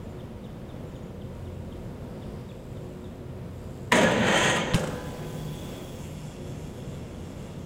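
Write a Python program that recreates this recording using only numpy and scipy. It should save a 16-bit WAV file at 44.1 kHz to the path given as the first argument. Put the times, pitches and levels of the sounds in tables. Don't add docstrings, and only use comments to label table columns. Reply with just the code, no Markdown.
import sys
import numpy as np
from scipy import signal
from scipy.fft import rfft, irfft
from scipy.io import wavfile
from scipy.ndimage import uniform_filter1d

SR = 44100
rng = np.random.default_rng(int(sys.argv[2]) if len(sys.argv) > 2 else 0)


def pcm_store(signal):
    levels = np.round(np.clip(np.atleast_2d(signal), -1, 1) * 32767)
    wavfile.write(sys.argv[1], SR, levels.astype(np.int16).T)


def ratio(d):
    e = np.asarray(d, float) / 20
    return 10 ** e


N = 337365
GRIND_STARTS_S, GRIND_ENDS_S, LANDS_S = 3.9205, 4.73, 4.745


def unit(x):
    return x / np.sqrt(np.mean(x ** 2))


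def curve(table):
    s, *columns = np.transpose(table)
    return [np.interp(np.arange(N) / SR, s, c) for c in columns]


def step(s, takes):
    return .5 + .5 * np.tanh((np.arange(N) / SR - s) / takes)


def since(s):
    return np.maximum(np.arange(N) / SR - s, 0)


def decay(u, t60):
    return np.exp(-np.log(1000) * u / t60)


def add(out, s, sound):
    i = int(s * SR)
    out[i:i + len(sound)] += sound


def walk(rate):
    k = int(SR / rate)
    held = np.repeat(rng.standard_normal(N // k + 1), k)
    return uniform_filter1d(uniform_filter1d(held, k), k)[:N]


def band(x, lo_hz, hi_hz):
    return signal.sosfilt(signal.butter(4, [lo_hz, min(hi_hz, .45 * SR)], "band", fs=SR, output="sos"), x)


def ring(x, hz, width):
    r = np.exp(-np.pi * width / SR)
    gain = np.sqrt(1 - r * r)
    return signal.lfilter([gain, 0, -gain], [1, -2 * r * np.cos(2 * np.pi * hz / SR), r * r], x)


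def colour(x, spectrum):
    hz, db = np.transpose(spectrum)
    bins_hz = np.arange(2049) * SR / 4096
    c = irfft(np.interp(np.log(bins_hz + 1), np.log(hz), db) * np.log(10) / 20)
    c[1:2048] *= 2
    c[2049:] = 0
    return signal.fftconvolve(x, irfft(np.exp(rfft(c))))[:len(x)]


def grind(blows):
    # (time [s], scrape level [dB], slip [0-1])
    peg_slide = [
        (3.935, -26.5, 0.65),
        (4.05, -30, 0.61),
        (4.21, -31.5, 0.16),
        (4.31, -25.5, 0.43),
        (4.39, -26, 0.86),
        (4.47, -25.5, 0.8),
        (4.52, -31, 1),
        (4.575, -30.5, 0.68),
        (4.63, -38, 0.26),
    ]
    # (frequency [Hz], density [dB per Hz])
    scrape_tone = [(90, -7.5), (210, 2.5), (330, -10), (510, -3), (1100, -13.5), (1870, -5), (2010, -9.5),
                   (3300, -13), (4200, -22.5), (5700, -36.5), (6300, -25), (8500, -32), (11000, -60),
                   (15700, -60)]
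    # (level [dB], ring time t60 [s])
    rail_modes = [(-35, 2.9), (-36, 5), (-41, 0.4), (-44, 0.28), (-35.5, 1.14), (-47, 1.3), (-44.5, 0.94),
                  (-50, 0.48), (-63, 0.5), (-61, 3.5), (-52, 3), (-47, 0.56), (-43, 0.64), (-50, 0.5),
                  (-43.5, 1.56), (-45, 0.83), (-50, 0.86), (-54, 0.75), (-51, 1.9), (-55, 1.9), (-41, 1.5),
                  (-42, 0.07), (-43, 0.51), (-49, 0.5), (-46, 0.44), (-53, .3), (-41, 0.13), (-44, 0.073),
                  (-58, .3), (-51, 0.08), (-62, .3), (-51, .25), (-55, .2)]
    rail_hz = [151, 213, 301, 334, 495, 530, 590, 654, 734, 791, 829, 885, 915, 960, 1001, 1229, 1409, 1450,
               1529, 1593, 1697, 1845, 1889, 2140, 2203, 2480, 3112, 3310, 6290, 7620, 2690, 3520, 6650]
    scrape_db, slip = curve(peg_slide)
    t = since(GRIND_STARTS_S)
    touch = step(GRIND_STARTS_S, 0.0006) - step(GRIND_ENDS_S, 0.014)
    scrape_db = scrape_db + 8 * np.exp(-t / 0.0089)
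    rumble_db = -21 - 17 * t - 12 * np.exp(-t / 0.0098)
    hiss_db = scrape_db - 22.5 + 15 * slip
    sizzle_db = scrape_db - 33.5 + 6.5 * slip + 1.5 * walk(60)

    grains = unit(rng.standard_normal(N) * ratio(2.0 * rng.exponential(size=N)))
    grains = grains * ratio(1.4 * walk(45) + 1.1 * walk(200))
    rough = colour(grains, scrape_tone)
    edges_hz = [90, 700, 5900, 10500, 15800]
    levels = [rumble_db, scrape_db - 0.8, hiss_db, sizzle_db]
    direct = touch * sum(unit(band(rough, lo, hi)) * ratio(db) for lo, hi, db in zip(edges_hz, edges_hz[1:], levels))

    force = touch * grains * ratio(scrape_db) + ratio(-7.5) * blows
    split = 1 + .003 * rng.uniform(.4, 1, len(rail_modes))
    tube = 0
    for hz, (db, t60), d in zip(rail_hz, rail_modes, split):
        width = np.log(1000) / np.pi / t60
        pair = ring(force, hz / d, width) - 0.58 * ring(force, hz * d, 2.37 * width)
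        choke_db = (.5 + .5 * touch) * 5.5 * walk(70)
        tube = tube + ratio(db - 12.5 + choke_db) * unit(pair)
    return direct + tube


def knocks():
    # (time [s], peak [dB], hardness as treble [dB], decay t60 [s])
    metal_hits = [(3.9157, -29, -30, 0.041), (3.9202, -7, -16, 0.013), (3.9257, -12, -13, 0.024),
                  (3.953, -27, 3, 0.22), (3.968, -21, -13, .05), (4.012, -22.5, -22, 0.057),
                  (4.032, -19.5, -16, .05), (4.112, -26, -14, 0.06), (4.269, -32, -6, 0.071),
                  (4.317, -26, -18, 0.05), (4.360, -41, -6, .04), (4.374, -23.5, -0.5, 0.07),
                  (4.433, -27, -4, .05), (4.459, -33, -4, .04), (4.499, -31, -10, 0.056),
                  (4.5601, -26, -4, 0.06), (4.566, -26, -8, 0.077), (4.7359, -14, -18, 0.027),
                  (4.7432, -11.5, -4, 0.027), (4.748, -24, -3, 0.14), (4.759, -24, -6, 0.04),
                  (4.773, -39, 7, 0.061), (4.792, -36, 9, 0.061), (4.838, -29, -4, 0.059),
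                  (4.872, -31, 1, 0.045), (4.93, -52, 4, .05), (4.944, -50, 6, .04)]
    # (frequency [Hz], width [Hz], level [dB])
    frame_modes = [(466, 85, -3), (980, 72, -6), (1780, 210, -2), (3000, 200, -24), (3170, 110, -30),
                   (4450, 350, -17.5)]
    layers, u = np.zeros((3, N)), np.arange(8192) / SR
    rattle = rng.standard_normal((len(metal_hits), 8192))
    for (s, db, treble_db, t60), noise in zip(metal_hits, rattle):
        rise_s = 0.0005 if s < 4.765 else 0.001
        burst = noise * (1 - np.exp(-u / rise_s)) * decay(u, t60)
        top_db = -36 + treble_db + 13 * (s > GRIND_ENDS_S)
        for layer, share_db in zip(layers, (0, treble_db, top_db)):
            add(layer, s, ratio(db + share_db) * burst)
    force, treble, top = layers
    on_rail = force * (np.arange(N) < 4.7 * SR)
    frame = sum(ratio(db) * ring(on_rail, hz, w) for hz, w, db in frame_modes)
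    bright = band(0.5 * ring(treble, 7000, 3200), 4500, 11000)
    bright = bright + band(ring(top, 13000, 7000), 10000, 16400)
    return on_rail, ratio(-6.5) * frame + band(force, 450, 3720) + ratio(-6.0) * bright


def pings():
    # (time [s], peak [dB], frequency [Hz], ring time t60 [s])
    small_parts = [(3.921, -18.5, 960, 0.23), (3.943, -18, 1870, .05), (3.965, -21, 620, .2),
                   (4.0, -14, 517.7, 0.26), (4.05, -23, 1434, 0.17), (4.08, -22, 568, .15),
                   (4.185, -18, 217, 0.18), (4.285, -20, 570, 0.11), (4.323, -24, 1820, 0.099),
                   (4.35, -29, 3130, 0.33), (4.43, -24, 1886, .25), (4.40, -53, 13800, .15),
                   (4.41, -50, 13500, .12), (4.455, -51, 14500, .06), (4.50, -54, 14900, .1),
                   (4.525, -55, 13500, .08), (4.562, -27, 2920, .08), (4.59, -42, 6230, 0.39),
                   (4.85, -62, 13300, .8)]
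    out, u = np.zeros(N), np.arange(16384) / SR
    for (s, db, hz, t60), noise in zip(small_parts, rng.standard_normal((len(small_parts), 16384))):
        shiver = 0.65 * unit(ring(noise, hz, 30 + .03 * hz))
        rough = np.sin(2 * np.pi * hz * u) + shiver
        add(out, s, ratio(db) * rough * (1 - np.exp(-u / (0.087 * t60))) * decay(u, t60))
    tinkle = unit(band(rng.standard_normal(N) * ratio(4 * walk(120)), 9500, 16000))
    return out + tinkle * step(LANDS_S, .004) * ratio(-56 - 60 * since(LANDS_S) / 1.1)


def thuds():
    # (time [s], peak [dB], frequency [Hz], decay t60 [s])
    tyre_hits = [
        (4.737, -24, 152, .05),
        (4.7435, -9.5, 130, 0.045),
        (4.7507, -12, 150, .025),
        (4.7555, -12, 155, 0.04),
    ]
    out, u = np.zeros(N), np.arange(8192) / SR
    for s, db, hz, t60 in tyre_hits:
        add(out, s, -ratio(db) * np.sin(2 * np.pi * hz * u) * decay(u, t60))
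    return out


def landing():
    # (time [s], level [dB rms])
    chain_slaps = [
        (4.747, -31),
        (4.83, -39),
    ]
    # (frequency [Hz], density [dB per Hz])
    chain_tone = [(180, -51), (300, -12), (454, -4), (501, -0.5), (710, -8.5), (1570, -15.5), (4040, -51),
                  (8100, -25.5), (15700, -80)]
    # (frequency [Hz], peak [dB], ring time t60 [s])
    frame_tubes = [(497, -41, 3.8), (583, -47, 1.5), (783, -52.5, 4.3), (838, -50, 5.4), (1001, -49, 4.5),
                   (1233, -47, 1), (1536, -51, 3.2), (1600, -46.5, 1.6), (1690, -49, 1.6)]
    # (time [s], level [dB rms])
    tyre_air = [(4.82, -43), (4.95, -38.5), (5.08, -33), (5.17, -46), (5.35, -36), (5.52, -37.5),
                (5.62, -52), (5.77, -42), (5.92, -49.5), (6.25, -43), (7.0, -46.5), (7.6, -46)]
    t, down = since(LANDS_S), step(LANDS_S + .12, .06)
    slaps = sum(ratio(db - 60 * since(s) / 0.66) * step(s, 0.0035) for s, db in chain_slaps)
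    chain = unit(colour(rng.standard_normal(N) * ratio(3.5 * walk(90)), chain_tone))
    tubes = 0
    for hz, db, t60 in frame_tubes:
        tubes = tubes + ratio(db - 60 * t / t60 + 3.5 * walk(20)) * np.sin(2 * np.pi * hz * t)

    air_db = curve(tyre_air)[0] - 1.5 + 2.0 * walk(14)
    air = ratio(air_db) * np.sqrt(2) * np.sin(2 * np.pi * 150.1 * t + 2.5 * walk(9))
    near_db, far_db, fade_s = -38, -57.5, 1
    tread_db = far_db + (near_db - far_db) * np.exp(-t / fade_s) + 3.5 * walk(6)
    noise = rng.standard_normal(N)
    tread = unit(ring(noise, 280, 48) + ring(noise, 466, 165) + 0.083 * ring(noise, 1800, 880))
    return slaps * chain + tubes + down * (air + ratio(tread_db) * tread)


def pawls(rate, blur):
    turns = np.cumsum(rate * (1 + 0.037 * walk(30))) / SR
    size = ratio(3 * rng.standard_normal(N // 100))[turns.astype(int)]
    snaps = size * np.exp(-(turns % 1) / 0.063)
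    return rng.standard_normal(N) * (blur + uniform_filter1d(snaps, size=24))


def wheel(clicks, resonances):
    return unit(sum(ratio(db + 3.7 * walk(24) + 0.56 * walk(4.3)) * ring(clicks, hz, w) for hz, w, db in resonances))


def hub():
    # (frequency [Hz], width [Hz], level [dB])
    side_modes = [(2400, 600, -9), (3380, 160, 1.5), (4750, 500, -9), (5650, 300, -10), (6500, 600, -5),
                  (7600, 800, -2), (9900, 1200, -8), (11800, 2500, -6)]
    # (frequency [Hz], width [Hz], level [dB])
    back_modes = [(2300, 400, -5), (2790, 260, -2), (3300, 300, -4), (4400, 900, -10), (5330, 350, -6),
                  (6400, 900, -7), (7250, 500, -4), (9000, 1200, -11), (11500, 2000, -11)]
    t, now = since(LANDS_S), since(0)
    spin_up_s, rise_s = .25, 0.28
    rate = 190 * (1 - .5 * np.exp(-t / spin_up_s)) - 18 * t
    nearest_s, nearest_m, speed_m_s = 5.15, 3.9, 3.76
    db = -52 - 20 * np.log10(np.hypot(1, speed_m_s * (now - nearest_s) / nearest_m))
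    turned = np.clip(0.15 + (0.87 - 0.15) * step(5.98, 0.042), 0, 1)
    top_db = -7 + 10 * np.minimum(now - 5.3, 0) - 22 * step(6.25, .17)
    clicks = pawls(rate, .45)
    side = wheel(clicks, side_modes)
    back = band(wheel(clicks, back_modes), 1430, 14400)
    top = unit(band(ring(clicks, 14900, 2600) + .9 * ring(clicks, 12300, 2000), 10500, 16400))
    buzz = np.sqrt(1 - turned) * side + np.sqrt(turned) * back + ratio(top_db) * top
    return (1 - np.exp(-t / rise_s)) * ratio(db) * buzz


def approach():
    # (start [s], end [s], shell level [dB], spokes level [dB])
    coasting = [
        (1.25, 2.0, -89, -76),
        (2.1, 2.45, -71, -77),
        (2.497, 3.12, -85, -72),
        (3.533, 3.95, -76, -66.5),
    ]
    clicks = pawls(52 + 11 * since(0), 0.36)
    edge_s = 0.13
    shell = spoke = ratio(-80) * (1 - step(GRIND_STARTS_S, .02))
    for starts_s, ends_s, shell_db, spoke_db in coasting:
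        on = step(starts_s, edge_s * min(ends_s - starts_s, 1)) - step(ends_s, edge_s)
        shell = shell + ratio(shell_db) * on
        spoke = spoke + ratio(spoke_db) * on
    spokes = ring(clicks, 7440, 1040) + 0.19 * ring(clicks, 9800, 700) + .3 * ring(clicks, 13000, 500)
    return shell * unit(ring(clicks, 4900, 600)) + spoke * unit(spokes)


def birds():
    # (time [s], peak [dB], pitch drop [Hz], stress on the end [dB])
    chips = [(.186, -63, 780, 8), (.441, -58, 900, 2), (.690, -61, 820, 3), (.943, -64, 800, 8),
             (1.20, -65, 870, 9), (1.453, -64, 1100, 6), (1.705, -67, 750, 10), (2.215, -57, 1030, 1),
             (2.490, -54, 1500, 1), (2.760, -61, 930, 1), (3.04, -61, 700, 3)]
    # (time [s], peak [dB], frequency [Hz], length [s])
    whistles = [
        (0.02, -68, 7250, 0.054),
        (0.088, -64, 7100, 0.056),
        (.85, -64, 7250, 0.082),
        (.94, -62, 6850, .06),
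        (1.028, -66, 6950, .07),
    ]
    echoes = [(0, 4), (-.012, -14), (.015, -9), (.040, -8), (.066, -17)]
    out = np.zeros(N)
    for (s, db, drop_hz, late_db), slip in zip(chips, rng.random(len(chips))):
        length = 0.018 + .008 * drop_hz / 1e3
        u = np.arange(int(length * SR)) / (length * SR)
        hz = 3755 - drop_hz * u ** 2.8 - 350 * np.exp(-((u - .38) / .09) ** 2)
        breaks = np.abs(np.sin(np.pi * u * 2.6 + .3 * slip)) ** .7 * ratio(late_db * u)
        note = ratio(db) * np.sin(np.pi * u) ** 0.027 * breaks * np.sin(2 * np.pi * np.cumsum(hz) / SR)
        for lag, echo_db in echoes:
            add(out, s + lag, ratio(echo_db) * (note if lag == 0 else band(note, 2500, 5400)))
    thin = np.zeros(N)
    for s, db, hz, length in whistles:
        u = np.arange(int(length * SR)) / SR
        flutter = 3.1 * np.sin(2 * np.pi * 70 * u)
        add(thin, s, ratio(db - 1.5) * np.sin(np.pi * u / length) ** .5 * np.sin(2 * np.pi * hz * u + flutter))
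    return out * ratio(4.4 * walk(250)) + thin * ratio(5.5 * walk(150))


def yard(x):
    u = np.arange(SR) / SR
    tail = band(rng.standard_normal(SR), 71, 7500) * decay(u, 0.75) * (u > .012)
    return signal.fftconvolve(x, tail / np.sqrt(np.sum(tail ** 2)))[:N]


def town():
    # (frequency [Hz], density [dB per Hz])
    traffic_tone = [(12, -16), (20, -15), (38, -6.5), (130, -1), (246, -4), (283, -10), (354, -11),
                    (385, -11.5), (508, -9.5), (817, -22), (965, -23), (1690, -30.5), (3580, -36),
                    (4350, -42), (15700, -50)]
    # (frequency [Hz], width [Hz], level [dB rms])
    fan_tones = [(46.7, 13, -52.5), (87.3, 0.96, -49), (128.73, 1.2, -49.5), (184, 25, -57),
                 (363.3, 0.82, -52.5), (500, 8, -59.5), (946, 17, -66)]
    traffic = unit(colour(rng.standard_normal(N), traffic_tone)) * ratio(-39.5)
    swell = ratio(0.4 * walk(1.644) + 0.8 * walk(9))
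    fans = sum(ratio(db) * unit(ring(rng.standard_normal(N), hz, w)) for hz, w, db in fan_tones)
    return traffic * swell + fans


def scene():
    blows, frame = knocks()
    bike = grind(blows) + frame + thuds() + pings() + landing() + hub() + approach()
    far = birds()
    wash = yard(ratio(-12) * bike + ratio(-13) * far)
    return (bike + far + wash + town())[None]


def low_pass(x):
    return signal.sosfilt(signal.butter(12, 16640, fs=SR, output="sos"), x)


def record(dry):
    cut = signal.sosfilt(signal.ellip(10, .2, 60, 15800, fs=SR, output="sos"), dry)
    return low_pass(cut)


dry = scene()
out = record(dry)
pcm_store(out)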